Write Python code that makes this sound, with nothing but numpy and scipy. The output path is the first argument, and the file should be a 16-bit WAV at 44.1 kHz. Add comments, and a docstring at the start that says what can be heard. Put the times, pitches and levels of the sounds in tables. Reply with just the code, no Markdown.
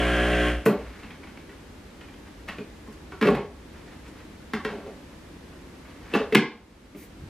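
"""A mains-driven piston pump in an espresso machine buzzes for half a second, then dies away.
Its valve clunks and hisses at 0.65 s; light taps and brushing follow, as filtered noise and struck modes.
Cups and parts are set down, slid and knocked on the metal housing, in clusters near 3.2, 4.6 and 6.2 s.
The hardest blow, at 6.35 s, pulls the gain down; a knock with a hiss and a low bump close the scene.
Throughout, a steady hush lies beneath, and the hits sound in a quiet, hard-walled kitchen."""
import sys
import numpy as np
from scipy import signal
from scipy.fft import rfft, irfft, next_fast_len
from scipy.io import wavfile
from scipy.ndimage import uniform_filter1d, map_coordinates

SR = 44100
rng = np.random.default_rng(int(sys.argv[2]) if len(sys.argv) > 2 else 0)


def transcribe(signal):
    """Save signal, clipped to [-1, 1], as a 16-bit WAV file at the path in sys.argv[1]."""
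    frames = np.atleast_2d(signal).T
    limited = np.clip(frames, -1, 1)
    pcm = np.round(limited * 32767).astype(np.int16)
    wavfile.write(sys.argv[1], SR, pcm)


N = 321469

# Steady hush of the house, relative spectral density: f/Hz, level/dB
AIR_SPECTRUM = [(12, -45), (20, -18), (54, 1), (95, -2.5), (119, -10.5), (148, -6.5), (297, -3.5),
                (427, -12), (491, -12), (725, -19.5), (857, -18), (1340, -21.5), (1720, -21),
                (12100, -40.5), (15500, -53)]
AIR_DB = -45.5
# Side part of the hush relative to its mid part: f/Hz, level/dB
AIR_SIDE_SPECTRUM = [(60, -56), (110, -16.5), (200, -16), (380, -7.5), (700, -3.5), (1290, -4),
                     (2380, -3.5), (4400, -1.5), (8120, -2.5), (15000, -1)]
# Filter from the near sound to its side part: f/Hz, level/dB
NEAR_SIDE_SPECTRUM = [(60, -64), (110, -64), (200, -42), (380, -26.5), (700, -31), (1290, -29),
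                      (2380, -26.5), (4400, -6), (8120, -2.5), (15000, 6.5)]
# Reverberation of the kitchen: f/Hz, t60/s
KITCHEN_DECAY = [(100, 0.19), (260, 0.25), (700, 0.45), (1840, 0.31), (4850, 0.34), (8000, 0.22),
                 (13000, 0.12)]
# Cloth and hands brushing: start t/s, rise t/s, hold t/s, level/dB, fall/(dB/s)
RUSTLE_SWELLS = [(0.78, 0.0099, 0.29, -50, 120), (1.183, 0.059, .012, -55, 58),
                 (1.51, 0.014, .005, -51, 340), (2.255, .012, .005, -50, 240),
                 (2.473, 0.01, .005, -38, 187), (2.86, .008, .005, -60, 80), (3.7, 0.067, .03, -52.5, 200),
                 (3.84, .04, 0.033, -53, 150), (4.04, 0.024, .005, -49.5, 340),
                 (4.12, .07, .005, -52.5, 160), (5.83, .05, .012, -53.5, 74), (5.95, 0.17, .005, -45, 400)]
# Relative spectral density of the brushing: f/Hz, level/dB
BRUSH_SPECTRUM = [(500, 2), (1000, 2.5), (2100, 3), (3200, -6), (5000, -13), (12000, -31.5)]
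# Short hisses: start t/s, rise t/s, hold t/s, level/dB, fall/(dB/s)
HISS_SWELLS = [(0.652, 0.0055, 0.0052, -36, 290), (6.94, 0.042, 0.062, -51.5, 370)]
# Relative spectral density of the hisses: f/Hz, level/dB
HISS_SPECTRUM = [(880, -41), (1500, -7), (2220, 6), (2670, -6.5), (3540, -7), (11700, -7.5), (14900, -3),
                 (15500, -44)]
# Low bump through the floor: start t/s, rise t/s, hold t/s, level/dB, fall/(dB/s)
BUMP_SWELL = (7.17, .05, .04, -38.5, 300)
# Harmonics of the piston stroke: multiple of the mains frequency, relative level/dB
STROKE_HARMONICS = [(2, -9), (3, -4), (4, -8), (5, -2), (6, -4), (7, -4), (8, -19), (9, -2.5), (10, -5.5),
                    (11, -11), (12, -6.5), (13, -15.5), (15, -31), (17, -20.5), (18, -14.5), (19, -20),
                    (21, -23), (23, -14), (24, -19), (26, -6), (27, -9), (28, -9), (29, -22), (30, -15),
                    (31, -21), (32, -16), (33, -15), (34, -20), (37, -18), (40, -20), (42, -19), (44, -26),
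                    (45, -13), (47, -20), (48, -22), (51, -18), (52, -15), (53, -23), (55, -18)]
# Relative spectral density of the housing rattle: f/Hz, level/dB
RATTLE_SPECTRUM = [(50, -42), (135, -13), (450, -15.5), (730, -10), (910, -17), (1600, -10.5), (2500, -13),
                   (3240, -12.5), (3700, -24.5), (4700, -31), (8000, -36.5), (9000, -33.5), (10500, -41),
                   (14500, -51)]
# Hard jolts shaking the pump mount again: start t/s, rise t/s, hold t/s, level/dB, fall/(dB/s)
JOLT_SWELLS = [(0.74, 0.048, 0.12, -42, 248), (3.27, 0.028, .05, -37, 250)]
# Modes of the housing and the counter under it: f/Hz, relative level/dB, t60/s
HOUSING_MODES = [(146.7, -9, 0.55), (222.6, 2, 0.17), (287.7, 3.5, 0.084), (359, 0, 0.053),
                 (403.5, 3.5, 0.12), (448, 4, 0.092), (541, 3, 0.052), (826, 7, 0.023), (1037, 2.5, 0.022),
                 (1143, 2.5, 0.048), (1372, 4, 0.024), (1596, 2, 0.031), (1760, -0.5, 0.017),
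                 (1970, 5, 0.012), (2213, 2, 0.024), (2560, 0, 0.026), (2930, 3, 0.0096),
                 (2960, -21, 0.0067), (3660, -8, 0.0069), (4230, -26, .008), (4700, -19, .008),
                 (5570, -39, 0.0065), (6700, -40, 0.0044)]
# Parts shuddering or dragged on the housing:
# start t/s, rise t/s, hold t/s, relative clatter level/dB, fall/(dB/s), rumble level re clatter/dB
DRAG_SWELLS = [(0.667, 0.0083, 0.032, -41, 236, 11), (3.205, 0.076, 0.0056, -30.5, 350, 7.5),
               (3.316, 0.016, .055, -44, 330, 10.5), (4.675, .012, .005, -46.5, 118, 8.5),
               (4.815, 0.059, .012, -57, 500, 13), (6.115, 0.031, 0.0072, -28, 497, -1.5)]
# Blows on the housing: t/s, relative level/dB, clack f/Hz, thud f/Hz,
# thud level re clack/dB, tick level re clack before a common lift/dB
BLOW_EVENTS = [(.659, -16, 1080, 385, 5.5, -21), (.66, -20.5, 2400, 221, 9.5, -16),
               (0.7, -31, 1090, 340, 1, -24), (1.029, -38, 2520, 190, 0.5, -21),
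               (1.103, -36.5, 2500, 166, -8, -21), (1.23, -39.5, 2190, 210, -23, -29),
               (1.268, -38, 2180, 345, -24, -24), (1.37, -39.5, 2200, 245, -10, -28),
               (1.49, -41.5, 2200, 396, -5, -27), (2.007, -37.5, 2700, 242, -6, -30),
               (2.082, -45, 2720, 258, -13, -29), (2.136, -42.5, 2770, 258, -9, -22),
               (2.484, -25, 2500, 264, -19, -17), (2.581, -34, 2510, 232, 6, -28),
               (2.873, -41.5, 1040, 273, 5.5, -14), (2.921, -59, 1190, 328, 0, 5),
               (3.118, -30.5, 1350, 310, -3.5, -39), (3.211, -18.5, 1900, 299, 1.5, -35),
               (3.224, -16, 1570, 298, 1.5, -28), (3.254, -19, 1490, 450, 4.5, -21),
               (3.269, -18.5, 2190, 423, -1, -23), (3.285, -14, 990, 298, 2, -26),
               (3.3, -22.5, 1040, 148, 11.5, -14), (3.348, -19.5, 1590, 383, -3, -19),
               (4.077, -52, 1510, 150.3, -16, 0), (4.533, -18, 1900, 243, -4, -44),
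               (4.542, -28.5, 1730, 200, -9, -17.5), (4.647, -17.5, 1840, 465, -5, -44),
               (5.524, -44, 1700, 242, -17, -25), (5.847, -43, 1870, 296, -11, -24),
               (6.136, -18, 2760, 470, 2, -20), (6.15, -15.5, 1400, 438, -0.5, -31),
               (6.195, -28.5, 1440, 443, 5.5, -27), (6.322, -21.5, 2270, 413, 5, -29),
               (6.347, -4.5, 3160, 450, -10, -10.5), (6.352, 3, 2060, 250, 1.5, -58),
               (6.945, -40, 1960, 282, 10.5, -19)]

MAINS_HZ = 60.03
PUMP_DB, PUMP_OFF_S, PUMP_FALL_DB_PER_S = -26, 0.49, 135
BUZZ_DB, RATTLE_DB = -2.0, -4.0  # relative to the pump level
SWING_DB, SWING_OFF_S, SWING_FALL_DB_PER_S = -28, 0.578, 330
CONTACT_MS, SHORTER_MS_PER_DB = 1.29, 0.045  # time constant at 0 dB; harder blows are shorter
FOCUS_DB_PER_OCTAVE = -13.5  # how fast modes away from the struck pitch fall off
TICK_LIFT_DB, HITS_DB = 1.0, 1.0
SPLIT_HZ = 650  # modes below make the thud or rumble, those above the clack or clatter
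BLOW_LENGTH = 4096  # samples
EDGE_HZ = 15550  # upper band limit


def gain_of(db):
    """Logarithmic level: 20 dB is a factor of ten in amplitude."""
    return 10 ** (np.asarray(db) / 20)


def evened(x):
    """Normalisation of power: scales to rms 1."""
    return x / np.sqrt(np.mean(x ** 2) + 1e-20)


def read(points, hz):
    """Interpolation on a logarithmic frequency axis: reads a table at hz."""
    f, value = np.transpose(points)
    return np.interp(np.log(hz + 1), np.log(f + 1), value)


def coloured(x, points, turn=1):
    """Linear filtering by a spectrum table; turn is a common complex phase factor."""
    n = next_fast_len(N)
    response = gain_of(read(points, np.fft.rfftfreq(n, 1 / SR))) * turn
    return irfft(rfft(x, n) * response, n)[:N]


def drift(per_s):
    """Slow random fluctuation: a cubic curve through per_s Gaussian knots a second."""
    knots = rng.standard_normal(len(np.arange(-1, N / SR * per_s + 2)))
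    return map_coordinates(knots, [np.arange(N) / SR * per_s + 1], order=3)


def held(db, off_s, fall_db_per_s):
    """Exponential decay: a level steady from the start, falling linearly in dB after off_s."""
    return gain_of(db - fall_db_per_s * np.maximum(np.arange(N) / SR - off_s, 0))


def swell(start_s, rise_s, hold_s, db, fall_db_per_s):
    """Quadratic onset and exponential decay: a level that rises, holds, then dies away."""
    t = np.arange(N) / SR - start_s
    rise = np.clip(t / max(rise_s, 1e-4), 0, 1) ** 2
    return rise * gain_of(db - fall_db_per_s * np.maximum(t - rise_s - hold_s, 0))


def air():
    """Diffuse field: the house's slowly swelling hush, with an unrelated side part."""
    mid, side = rng.standard_normal((2, N))
    hush = coloured(mid, AIR_SPECTRUM)
    scale = gain_of(AIR_DB + 0.09 * drift(2.74)) / np.std(hush)
    hush_side = coloured(coloured(side, AIR_SPECTRUM), AIR_SIDE_SPECTRUM)
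    return scale * hush, scale * hush_side


def kitchen(x, count):
    """Reverberation: dense random echoes, each band decaying at its own rate, turn steadily for width."""
    taps = rng.standard_normal((count, SR // 2)) * (np.arange(SR // 2) > 150)  # silent until the first echo
    hz, t, z = signal.stft(taps, SR, nperseg=256)
    decay = gain_of(-60 * t / read(KITCHEN_DECAY, hz)[:, None])
    tail = signal.istft(z * decay, SR, nperseg=256)[1]
    # the patterns trade places at 9 turns a second, a quarter turn apart
    turn = 2 * np.pi * (np.arange(N) / SR * 9 + np.arange(count)[:, None] / 4)
    echoes = signal.fftconvolve(x * np.cos(turn), tail / np.linalg.norm(tail[0]), axes=1)
    return echoes[:, :N].sum(0)


def rustle():
    """Friction noise: brushing as fine random grains whose level fluctuates in clumps."""
    grains = rng.standard_normal(N) * gain_of(1.8 * drift(60.0))
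    return evened(coloured(grains, BRUSH_SPECTRUM)) * sum(swell(*shape) for shape in RUSTLE_SWELLS)


def floor_bump():
    """Low-frequency transmission through the floor: a brief swell of deep noise."""
    spectrum = [(20, -13), (50, 1), (110, 3), (250, -17), (600, -62)]  # f/Hz, level/dB
    return evened(coloured(rng.standard_normal(N), spectrum)) * swell(*BUMP_SWELL)


def hisses():
    """Broadband flow noise: thin, bright noise under short envelopes."""
    hiss = evened(coloured(rng.standard_normal(N), HISS_SPECTRUM))
    return hiss * sum(swell(*shape) for shape in HISS_SWELLS)


def mount_swing():
    """Forced vibration: the mount swings at the mains pitch, stops late, and is shaken again by jolts."""
    swing = np.sqrt(2) * np.cos(2 * np.pi * MAINS_HZ * np.arange(N) / SR)
    level = held(SWING_DB, SWING_OFF_S, SWING_FALL_DB_PER_S)
    return swing * (level + sum(swell(*shape) for shape in JOLT_SWELLS))


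def stroke_buzz():
    """Fourier series of one stroke per mains cycle: low harmonics steadier, high ones wavering."""
    n = SR  # one second outlasts the running pump
    turns = MAINS_HZ * np.arange(n) / SR
    buzz = np.zeros(N)
    for k, db in STROKE_HARMONICS:
        waver = np.interp(turns, np.arange(0, 64, 4), rng.standard_normal(16))  # a knot every 4 strokes
        level = gain_of(db + min(0.22 * k, 4.0) * waver)
        buzz[:n] += level * np.cos(2 * np.pi * (k * turns + rng.random()))
    return buzz


def housing_rattle():
    """Amplitude modulation: rattling noise of the housing throbs with each stroke."""
    phase = MAINS_HZ * np.arange(N) / SR % 1
    throb = 1.7 + np.exp(-phase / 0.51)
    return evened(coloured(throb * rng.standard_normal(N), RATTLE_SPECTRUM))


def pump():
    """Superposition: stroke buzz and rattle die together while the mount swings on."""
    running = gain_of(BUZZ_DB) * stroke_buzz() + gain_of(RATTLE_DB) * housing_rattle()
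    return held(PUMP_DB, PUMP_OFF_S, PUMP_FALL_DB_PER_S) * running + mount_swing()


def rings(detune, length):
    """Modal decomposition: each housing mode is a dying sine, returned with its nominal pitch."""
    hz, db, t60 = np.transpose(HOUSING_MODES)[:, :, None]
    t = np.arange(length) / SR
    pitch = hz * (1 + 0.043 * detune[:len(hz), None])
    return hz[:, 0], gain_of(db - 60 * t / t60) * np.sin(2 * np.pi * pitch * t)


def drags():
    """Stick-slip excitation: a dense random run of small slips shakes all modes at once."""
    hz, modes = rings(np.zeros(len(HOUSING_MODES)), 5000)
    slips = rng.standard_normal((2, N)) * (rng.random((2, N)) < 900 / SR)  # about 900 slips a second
    responses = [(hz < SPLIT_HZ) @ modes, (hz > SPLIT_HZ) @ modes]
    rumble, clatter = signal.oaconvolve(slips, responses, axes=1)[:, :N]
    rumble, clatter = evened(rumble), evened(clatter)
    return sum(swell(*shape) * (clatter + gain_of(rumble_db) * rumble)
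               for *shape, rumble_db in DRAG_SWELLS)


def blow(db, clack_hz, thud_hz, thud_db, tick_db, grit, detune):
    """Impact excitation: a rough contact rings modes near the thud and clack pitches; the treble ticks."""
    u = np.arange(len(grit)) / SR * 1000 / (CONTACT_MS - SHORTER_MS_PER_DB * db)
    contact = grit * u ** 1.7 * np.exp(-u)
    # flatten the spectrum, so that the blow pushes all pitches nearly evenly
    z = rfft(contact)
    contact = irfft(z / (abs(z) + 0.2 * abs(z).mean())) * np.minimum(u, 1) * np.exp(-u / 4)
    hz, modes = rings(detune, len(grit))
    low = gain_of(FOCUS_DB_PER_OCTAVE * abs(np.log2(hz / thud_hz))) * (hz < SPLIT_HZ)
    high = gain_of(FOCUS_DB_PER_OCTAVE * abs(np.log2(hz / clack_hz))) * (hz > SPLIT_HZ)
    responses = [low @ modes, high @ modes]
    thud, clack = signal.fftconvolve(responses, contact[None], axes=1)[:, :len(u)]
    tick = signal.lfilter(*signal.butter(1, [4000, 9000], "band", fs=SR), contact)
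    parts = ((thud_db, thud), (0, clack), (tick_db + TICK_LIFT_DB, tick))
    fade = np.cos(np.linspace(0, np.pi / 2, len(u)))
    return fade * gain_of(db) * sum(gain_of(level) * part / abs(part).max() for level, part in parts)


def knocks():
    """Linear superposition: every blow is added at its moment."""
    out = np.zeros(N + BLOW_LENGTH)
    for start_s, *row in BLOW_EVENTS:
        grit, detune = rng.standard_normal((2, BLOW_LENGTH))
        out[round(start_s * SR):][:BLOW_LENGTH] += blow(*row, grit, detune)
    return out[:N]


def scene():
    """Mid-side stereo at two close ports: the side is a quarter-turned mid plus unrelated echoes."""
    highpass = signal.butter(8, 142, "high", fs=SR, output="sos")  # keeps the hits' onsets free of deep bass
    hits = signal.sosfilt(highpass, knocks() + drags())
    hush, hush_side = air()
    mid = gain_of(HITS_DB) * hits + kitchen(hits, count=2)
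    mid += pump() + hisses() + floor_bump() + rustle()
    side = coloured(0.75 * mid + 0.6 * kitchen(mid, count=2), NEAR_SIDE_SPECTRUM, turn=1j)
    mid, side = mid + hush, side + hush_side
    return np.array([mid + side, mid - side])


def record(dry):
    """Dynamic compression: gain drops at the loudest peaks and creeps back; then a band limit."""
    peak_db = 20 * np.log10(uniform_filter1d(abs(dry).max(0), 60) + 1e-9)
    fall = np.arange(N) * 10.7 / SR  # recovery at 10.7 dB/s
    excess_db = 0.76 * (peak_db + 13.0)  # 0.76 dB of reduction per dB above -13 dB
    over_db = np.maximum(np.maximum.accumulate(excess_db + fall) - fall, 0)
    ducked = dry / gain_of(uniform_filter1d(over_db, 400))
    lowpass = signal.firwin(1023, EDGE_HZ, window=("kaiser", 9), fs=SR)
    return signal.oaconvolve(ducked, lowpass[None], "same")


dry = scene()
out = record(dry)
transcribe(out)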